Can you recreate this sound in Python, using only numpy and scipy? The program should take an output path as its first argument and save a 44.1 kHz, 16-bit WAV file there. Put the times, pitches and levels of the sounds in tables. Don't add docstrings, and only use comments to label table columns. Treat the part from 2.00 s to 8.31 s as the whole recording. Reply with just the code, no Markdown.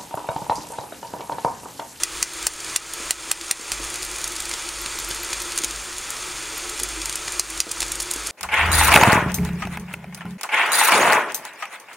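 import sys
import numpy as np
from scipy import signal
from scipy.fft import rfft, irfft, next_fast_len
from scipy.io import wavfile
from scipy.ndimage import uniform_filter1d, minimum_filter1d

SR = 44100
rng = np.random.default_rng(int(sys.argv[2]) if len(sys.argv) > 2 else 0)


def to_wav(s):
    ch = np.atleast_2d(s).T
    pcm = np.round(np.clip(ch, -1, 1) * 32767)
    wavfile.write(sys.argv[1], SR, pcm.astype(np.int16))


N = 278271

# f/Hz, relative level/dB
CONTACT_COLOUR = [(300, -17), (1500, -12.5), (3000, -6.5), (4500, -2.5), (6000, -2), (7400, -2), (8100, -2),
                  (9100, 0), (9750, 3.5), (10600, -4.5), (11800, -4), (13000, -14), (15500, -16)]
# t/s, relative level/dB
TRAVEL_LEVEL = [(0, -36), (1.2, -35.5), (1.74, -33.5), (2.1, -36), (3.6, -34), (3.8, -37.5), (4.8, -34.5),
                (5.5, -34.5), (5.75, -37.5), (6.31, -34)]
# f/Hz, width/Hz, relative level/dB
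FRAME_MODES = [(434, 45, -3.5), (561, 38, -2.5), (942, 100, 0), (1148, 155, -1), (1256, 113, 1.5),
               (1408, 40, 2.5), (1646, 43, -0.5), (1995, 50, 3), (2354, 127, 3.5), (2560, 263, 4),
               (2730, 560, -1), (3430, 225, 1), (4450, 390, -1), (5390, 400, -3), (6290, 670, 0.5),
               (6810, 530, 1.5), (7530, 120, 1), (8740, 490, -0.5), (9180, 150, 4.5), (9750, 420, -11)]


def amp(db):
    return 10 ** (np.asarray(db) / 20)


def unit(x):
    return x / np.sqrt(np.mean(x ** 2) + 1e-20)


def along(points, hz):
    f, value = np.transpose(points)
    return np.interp(np.log(hz + 1), np.log(f + 1), value)


def curve(rows):
    s, value = np.transpose(rows)
    return np.interp(np.arange(N) / SR, s, value)


def wobble(rate):
    count = int(N * rate / SR) + 4
    fine = signal.resample(rng.standard_normal(count), 8 * count)
    return np.interp(np.arange(N) * 8 * rate / SR, np.arange(len(fine)), fine)


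def filtered(x, response):
    size = next_fast_len(len(x) + 4096)
    f = np.fft.rfftfreq(size, 1 / SR)
    return irfft(rfft(x, size) * response(f), size)[:len(x)]


def body(modes, f):
    total = 0
    for k, (centre, width, db) in enumerate(modes):
        resonance = 1j * f * width / (centre * centre - f * f + 1j * f * width)
        total = total + (-1) ** k * amp(db) * resonance
    return total


def lag(f, delay):
    return np.exp(-1j * np.pi * delay * f ** 2 / 10 ** 4)


def tone(hz):
    return np.sin(2 * np.pi * (np.cumsum(hz) / SR + rng.random()))


def add(track, s, db, hit):
    part = track[max(round(s * SR), 0):][:len(hit)]
    scaled = amp(db) * hit * np.sqrt(.004 * SR / np.sum(hit ** 2))
    part += scaled[:len(part)]


def scrape(length, tail_db, tail_t60, size=3000):
    t = np.arange(size) / SR
    swell = t / length * np.exp(-2 * (t / length) ** 2)
    chatter = amp(tail_db - 60 * t / tail_t60) * (1 - np.exp(-t / length))
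    return (swell + chatter) * rng.standard_normal(size)


def snaps():
    # t/s, relative level/dB, bite near 5.7 kHz/dB
    snap_rows = [(0.0341, -9, 0.5), (0.2269, -6.5, 1.5), (0.4674, -5, 0.3), (0.7605, -4.5, -1.5),
                 (1.107, -4.5, -2), (1.3137, -4, -3.5), (1.5108, -4.5, -3), (5.3953, -7, 0),
                 (5.6024, -6.5, 3)]
    # f/Hz, width/Hz, relative level/dB
    head_modes = [(1964, 98, -9), (2540, 140, -8), (2770, 170, -8.5), (3170, 400, -16), (4220, 250, -7.5),
                  (4400, 260, -8), (4900, 290, -9), (5480, 170, -6), (5810, 560, -6), (6650, 250, -1),
                  (6630, 180, -3), (7500, 220, -1), (8750, 220, -0.5), (9270, 460, -4), (10720, 360, -9.5),
                  (11500, 470, -13), (11900, 530, -15), (13700, 400, -27), (15500, 700, -35)]
    crack_modes = [(784, 1100, -4.5), (5900, 3900, 0.5)]  # f/Hz, width/Hz, relative level/dB
    out = np.zeros(N)
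    t = np.arange(SR // 100) / SR
    for s, db, bite_db in snap_rows:
        rub = unit(scrape(length=0.003, tail_db=-19, tail_t60=0.027))
        blow = unit(signal.unit_impulse(len(rub), 8))
        ring = filtered(blow + amp(-7) * rub, lambda f: body(head_modes, f) * lag(f, delay=0.00157))
        crack_force = scrape(length=0.002, tail_db=-17.5, tail_t60=0.041)
        crack = filtered(crack_force, lambda f: body(crack_modes, f))
        bite = lambda f: amp(bite_db * np.exp(-((f - 5700) / 1600) ** 2))
        add(out, s - .0003, db + .5, filtered(unit(ring) + amp(-5.5) * unit(crack), bite))
        lead_in = np.exp(t / 0.0011) * rng.standard_normal(len(t))
        add(out, s - t[-1], db - 30.0, filtered(lead_in, lambda f: body(head_modes, f)))
    return out


def ticks():
    # t/s, relative level/dB, scrape length before scaling/s, brightness/(dB per octave)
    tick_rows = [(.4267, -27, 0.0025, 2), (.935, -23.5, .003, 3), (1.411, -23, .003, -5.5),
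                 (1.718, -17, 0.0026, -3.5), (1.9404, -26.5, .003, 0), (2.028, -25.5, .004, 0.5),
                 (2.2407, -20, .0035, -1), (2.2761, -26, 0.0041, 3), (2.401, -22.5, 0.0045, 2.5),
                 (2.5124, -24, 0.0033, -5.5), (2.5356, -23.5, 0.0058, -5), (2.6884, -26, 0.0038, 1),
                 (2.8596, -23, 0.0043, -6.5), (2.9865, -25, 0.0035, -6), (3.1094, -24, 0.0051, -8),
                 (3.329, -20.5, 0.0053, -5), (3.3988, -28, .007, 0), (3.5757, -17, .003, 0.5),
                 (3.585, -19, 0.0052, -2), (3.6353, -20, 0.0043, -3.5), (3.644, -16.5, .004, 1.5),
                 (3.981, -25, .0036, 3), (4.103, -22.5, 0.0031, 5), (4.6956, -29, .0023, 4),
                 (4.7979, -22.5, .0035, 0), (4.8318, -17.5, .005, 4), (5.0154, -24.5, 0.0059, -4),
                 (5.0555, -21, 0.004, 2.5), (5.095, -27, 0.0028, -1), (5.155, -20.5, 0.0042, 3),
                 (5.2785, -23.5, .005, -8), (5.3202, -25, 0.0036, 4.5), (5.4994, -25, 0.0073, 5),
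                 (5.712, -17, 0.0081, 2), (5.8027, -18, 0.0058, -0.5), (5.818, -21, 0.0042, -4),
                 (5.825, -20, 0.0073, -4.5), (5.9175, -19.5, 0.0043, 1.5), (5.954, -25.5, .003, 3),
                 (5.999, -19, 0.0092, 0.5), (6.0233, -24, .007, 3), (6.1116, -18, .003, 3),
                 (6.1359, -22.5, 0.0021, 6), (6.268, -21, 0.0064, 3)]
    ring_centre_hz, ring_width_hz, ring_db = 7120, 550, 4.5
    out, size = np.zeros(N), 4096
    f = np.fft.rfftfreq(size, 1 / SR)
    frame = amp(along(CONTACT_COLOUR, f)) * (1.4 + np.abs(body(FRAME_MODES, f))) * lag(f, delay=0.001188)
    octaves = np.log2(np.clip(f, 2000, 12000) / 7000)
    for s, db, length, bright_db in list(tick_rows) + faint_rattles():
        force = scrape(length=max(length * .9, 1 / 1000), tail_db=-14, tail_t60=.04)
        force = np.pad(force, (SR // 500, 0))
        ring_hz = ring_centre_hz * (1 + 0.043 * rng.standard_normal())
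        ring_colour_db = ring_db * np.exp(-((f - ring_hz) / ring_width_hz) ** 2)
        colour = amp(bright_db * octaves + ring_colour_db)
        add(out, s - .0026, db + .5, irfft(rfft(force, size) * frame * colour))
    return out


def faint_rattles():
    # start t/s, end t/s, rattles per second
    flurry_rows = [(0.332, .68, 13), (1.799, 2.5, 22), (2.95, 3.76, 15.4), (4.552, 5.3, 7),
                   (5.852, 6.3, 11.7)]
    faint_db, spread_db, length_s = -28, 1, 0.0044
    bright_db, bright_spread_db = .5, 1.5
    rows = []
    for start, end, rate in flurry_rows:
        slots, chance = rng.random(32), rng.standard_normal((32, 2))
        for k, (slot, (loud, bright)) in enumerate(zip(slots, chance)):
            s = start + (k + slot) / rate
            if s < end:
                rows.append((s, faint_db + spread_db * loud, length_s, bright_db + bright_spread_db * bright))
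    return rows


def squeaks():
    # t/s, relative level/dB
    squeak_rows = [(.9378, -17), (2.0467, -22), (2.8145, -17), (2.9886, -15), (3.0884, -15), (3.2321, -15),
                   (3.3139, -28), (3.4236, -20), (4.5785, -15)]
    out, t = np.zeros(N), np.arange(SR // 80) / SR
    for s, db in squeak_rows:
        start_hz = 11500 * (1 + 0.051 * rng.standard_normal())
        hz = start_hz + 2600 * (1 - np.exp(-t / 0.0036))
        rough_hz = hz + 1500 * rng.standard_normal(len(t))
        phase = np.cumsum(rough_hz) / SR
        swell = t * np.exp(-(t / 0.0019) ** 2)
        add(out, s, db - 15.5, swell * np.sin(2 * np.pi * phase))
    return out


def crackle():
    travel_db = curve(TRAVEL_LEVEL)
    per_second = 40 * amp(travel_db - travel_db.max())
    strength = amp(np.clip(2 * rng.standard_normal(N), -4, 4))
    contacts = (rng.random(N) < per_second / SR) * strength
    t = np.arange(SR // 80) / SR
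    pulse = t / .0015 * np.exp(-t / 0.0014)
    force = signal.fftconvolve(contacts, pulse)[:N] * rng.standard_normal(N)
    colour = lambda f: amp(along(CONTACT_COLOUR, f)) / (1 + (f / 11500) ** 8)
    return amp(-44.5) * unit(filtered(force, colour))


def knocks():
    # t/s, level over 4 ms/dB
    knock_rows = [(0.998, -34), (1.274, -38), (1.593, -32), (1.798, -32), (3.603, -34.5), (3.637, -33.5),
                  (4.81, -32.5), (5.665, -27.5), (6.157, -32.5)]
    # f/Hz, width/Hz, relative level/dB
    knock_modes = [(195, 45, 1.5), (312, 77, 5.5), (454, 60, 7), (650, 180, -4), (1300, 400, -38),
                   (2400, 370, -26)]
    out = np.zeros(N)
    for s, db in knock_rows:
        force = scrape(length=0.0022, tail_db=-19, tail_t60=0.13)
        add(out, s, db, filtered(force, lambda f: body(knock_modes, f)))
    return out


def steppers():
    # step rate f/Hz, relative level/dB
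    drone_rows = [(323, -0.5), (356, -1.5)]
    # t/s, relative level/dB
    drive_rows = [(0, -51), (.45, -49.5), (.8, -53.5), (1.25, -49.5), (1.7, -54), (3, -56), (3.7, -54.5),
                  (4.1, -55), (4.6, -52), (6.31, -52.5)]
    # start t/s, end t/s
    stop_rows = [(3.77, 4.2), (4.13, 4.23)]
    # middle t/s, relative level/dB, nominal step rate f/Hz, half length/s
    move_rows = [(0.638, -45, 356, .04), (0.944, -47, 348, .05), (1.423, -35, 336, 0.022),
                 (1.84, -47, 331, .035), (1.936, -43, 354, .033), (2.02, -45.5, 367, .035),
                 (2.133, -43.5, 360, 0.036), (3.43, -50, 358, .05), (3.65, -44, 329, .05),
                 (3.897, -43, 328, .022), (3.931, -47, 362, .09), (4.3, -45.5, 361.4, 0.089),
                 (4.512, -41, 321, .022), (4.545, -44, 440, 0.019), (4.663, -44, 441, .022),
                 (4.686, -43, 353, .05), (4.736, -42.5, 432, .03), (4.838, -40.5, 365, .035),
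                 (4.97, -44, 403, .022), (4.988, -37, 319.5, 0.024), (5.26, -45.5, 326, .08),
                 (5.386, -44, 356, 0.056), (5.514, -44.5, 326, .08), (5.673, -47, 449, .022),
                 (5.94, -45, 328, 0.08), (6.11, -47, 357.4, .08)]
    t = np.arange(N) / SR
    stops = sum(1.0 * ((t > start) & (t < end)) for start, end in stop_rows)
    drive_db = curve(drive_rows) - 15 * uniform_filter1d(stops, size=900)
    out = np.zeros(N)
    for hz, db in drone_rows:
        level = amp(drive_db + db + 3.5 + 1.7 * wobble(18))
        out += level * tone(hz * (1 + 0.0121 * wobble(25)))
    for s, db, hz, half in move_rows:
        add_whir(out, s, db, hz, half, climb=0)
    for s in zigzag(count=12):
        add_whir(out, s, db=-41, hz=347.4, half=.026, climb=0.0306)
    return out


def add_whir(track, s, db, hz, half, climb):
    at = np.arange(max(int((s - 3 * half) * SR), 0), min(int((s + 3 * half) * SR), N))
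    u = (at / SR - s) / half
    step_hz = hz * (1 + 0.01234 * (.3 - u ** 2) + climb * u)
    track[at] += amp(db + 2.0) * np.exp(-u ** 2) * tone(step_hz)


def zigzag(count):
    start_s, first_stroke_s, shrink_s = 2.317, .182, .013
    k = np.arange(count)
    return start_s + first_stroke_s * k - shrink_s * k * (k - 1) / 2


def sway():
    # start t/s, length/s, relative level/dB
    rocking_rows = [(0.103, .13, -50), (0.403, 0.066, -46.5), (.99, .09, -53), (1.709, 0.13, -44),
                    (2, 0.44, -51), (2.753, 0.71, -49), (3.654, 0.11, -43.5), (4.54, 0.27, -56),
                    (4.79, 0.28, -43), (5.33, .28, -48.5), (5.806, .22, -46), (6.117, 0.21, -48.5)]
    rest_db, rise_s, fall_s = -56.5, 0.011, .05
    t = np.arange(N) / SR
    power = amp(rest_db) ** 2
    for s, length, db in rocking_rows:
        rise = 1 - np.exp(-np.maximum(t - s, 0) / rise_s)
        fall = np.exp(-np.maximum(t - s - length, 0) / fall_s)
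        power = power + (amp(db) * rise * fall) ** 2
    return np.sqrt(power) * amp(5.5 + 1.7 * wobble(15)) * tone(49 * (1 + 0.028 * wobble(13)))


def carriage():
    grain = rng.standard_normal(N) * amp(1.84 * wobble(900) + 1.2 * wobble(45))
    treble_cut = lambda f: 1 / np.sqrt(1 + (f / 10500) ** 16)
    rush = unit(filtered(grain, lambda f: body(FRAME_MODES, f) * treble_cut(f)))
    return amp(curve(TRAVEL_LEVEL) - 0.5) * rush


def fans():
    # f/Hz, relative level/dB
    air_colour = [(60, -24), (110, -12.5), (220, -14), (340, -6.5), (650, -10), (1300, -3.5), (1800, -5),
                  (3600, -8.5), (6000, -8.5), (7200, -5.5), (8100, -10.5), (9500, -8), (10800, -18.5),
                  (15500, -24)]
    # f/Hz, relative level/dB
    rumble_colour = [(10, -6), (25, -2), (45, -2), (70, -10.5), (100, -11), (200, -44), (1000, -100)]
    # f/Hz, relative level/dB
    whine_rows = [(120, -59), (1297, -50.5), (3430, -54.5), (3731, -57), (7467, -49.5), (12242, -75)]
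    air = unit(filtered(rng.standard_normal(N), lambda f: amp(along(air_colour, f))))
    rumble = unit(filtered(rng.standard_normal(N), lambda f: amp(along(rumble_colour, f))))
    whine = np.zeros(N)
    for hz, db in whine_rows:
        whine += amp(db + 2 + 2.2 * wobble(5.1)) * tone(hz * (1 + 0.000976 * wobble(12)))
    return amp(-34.0 + 0.67 * wobble(11)) * air + amp(-53.5) * rumble + whine


def room(x):
    # f/Hz, T60/s
    decay_times = [(200, 0.06), (2000, 0.12), (8000, 0.054), (15000, 0.063)]
    hz, t, noise = signal.stft(rng.standard_normal(SR // 3), SR, nperseg=256)
    decay = amp(-60 * t / along(decay_times, hz)[:, None])
    tail = signal.istft(noise * decay, SR, nperseg=256)[1]
    tail = np.pad(tail / np.linalg.norm(tail), (SR // 250, 0))
    return signal.fftconvolve(x, tail)[:N]


def scene():
    hits = snaps() + ticks() + squeaks() + crackle() + knocks()
    mono = hits + amp(-12) * room(hits) + fans() + carriage() + steppers() + sway()
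    return np.array([mono, mono])


def limiter(x, ceiling_db, hold, release_db_per_s):
    power = uniform_filter1d(x[0] ** 2, size=176)
    level_db = 10 * np.log10(np.abs(power) + 1e-12)
    span = int(hold * SR) | 1
    held_db = minimum_filter1d(np.minimum(ceiling_db - level_db, 0), span, origin=span // 2)
    climb = release_db_per_s * np.arange(N) / SR
    gain_db = np.minimum.accumulate(held_db - climb) + climb
    return x * amp(uniform_filter1d(gain_db, size=32))


def record(dry):
    top_hz = 15800
    x = limiter(dry, ceiling_db=-12.0, hold=0.029, release_db_per_s=40.5)
    x = x / (1 + np.abs(x / .72) ** 6) ** (1 / 6)
    return np.array([filtered(channel, lambda f: f < top_hz) for channel in x])


dry = scene()
out = record(dry)
to_wav(out)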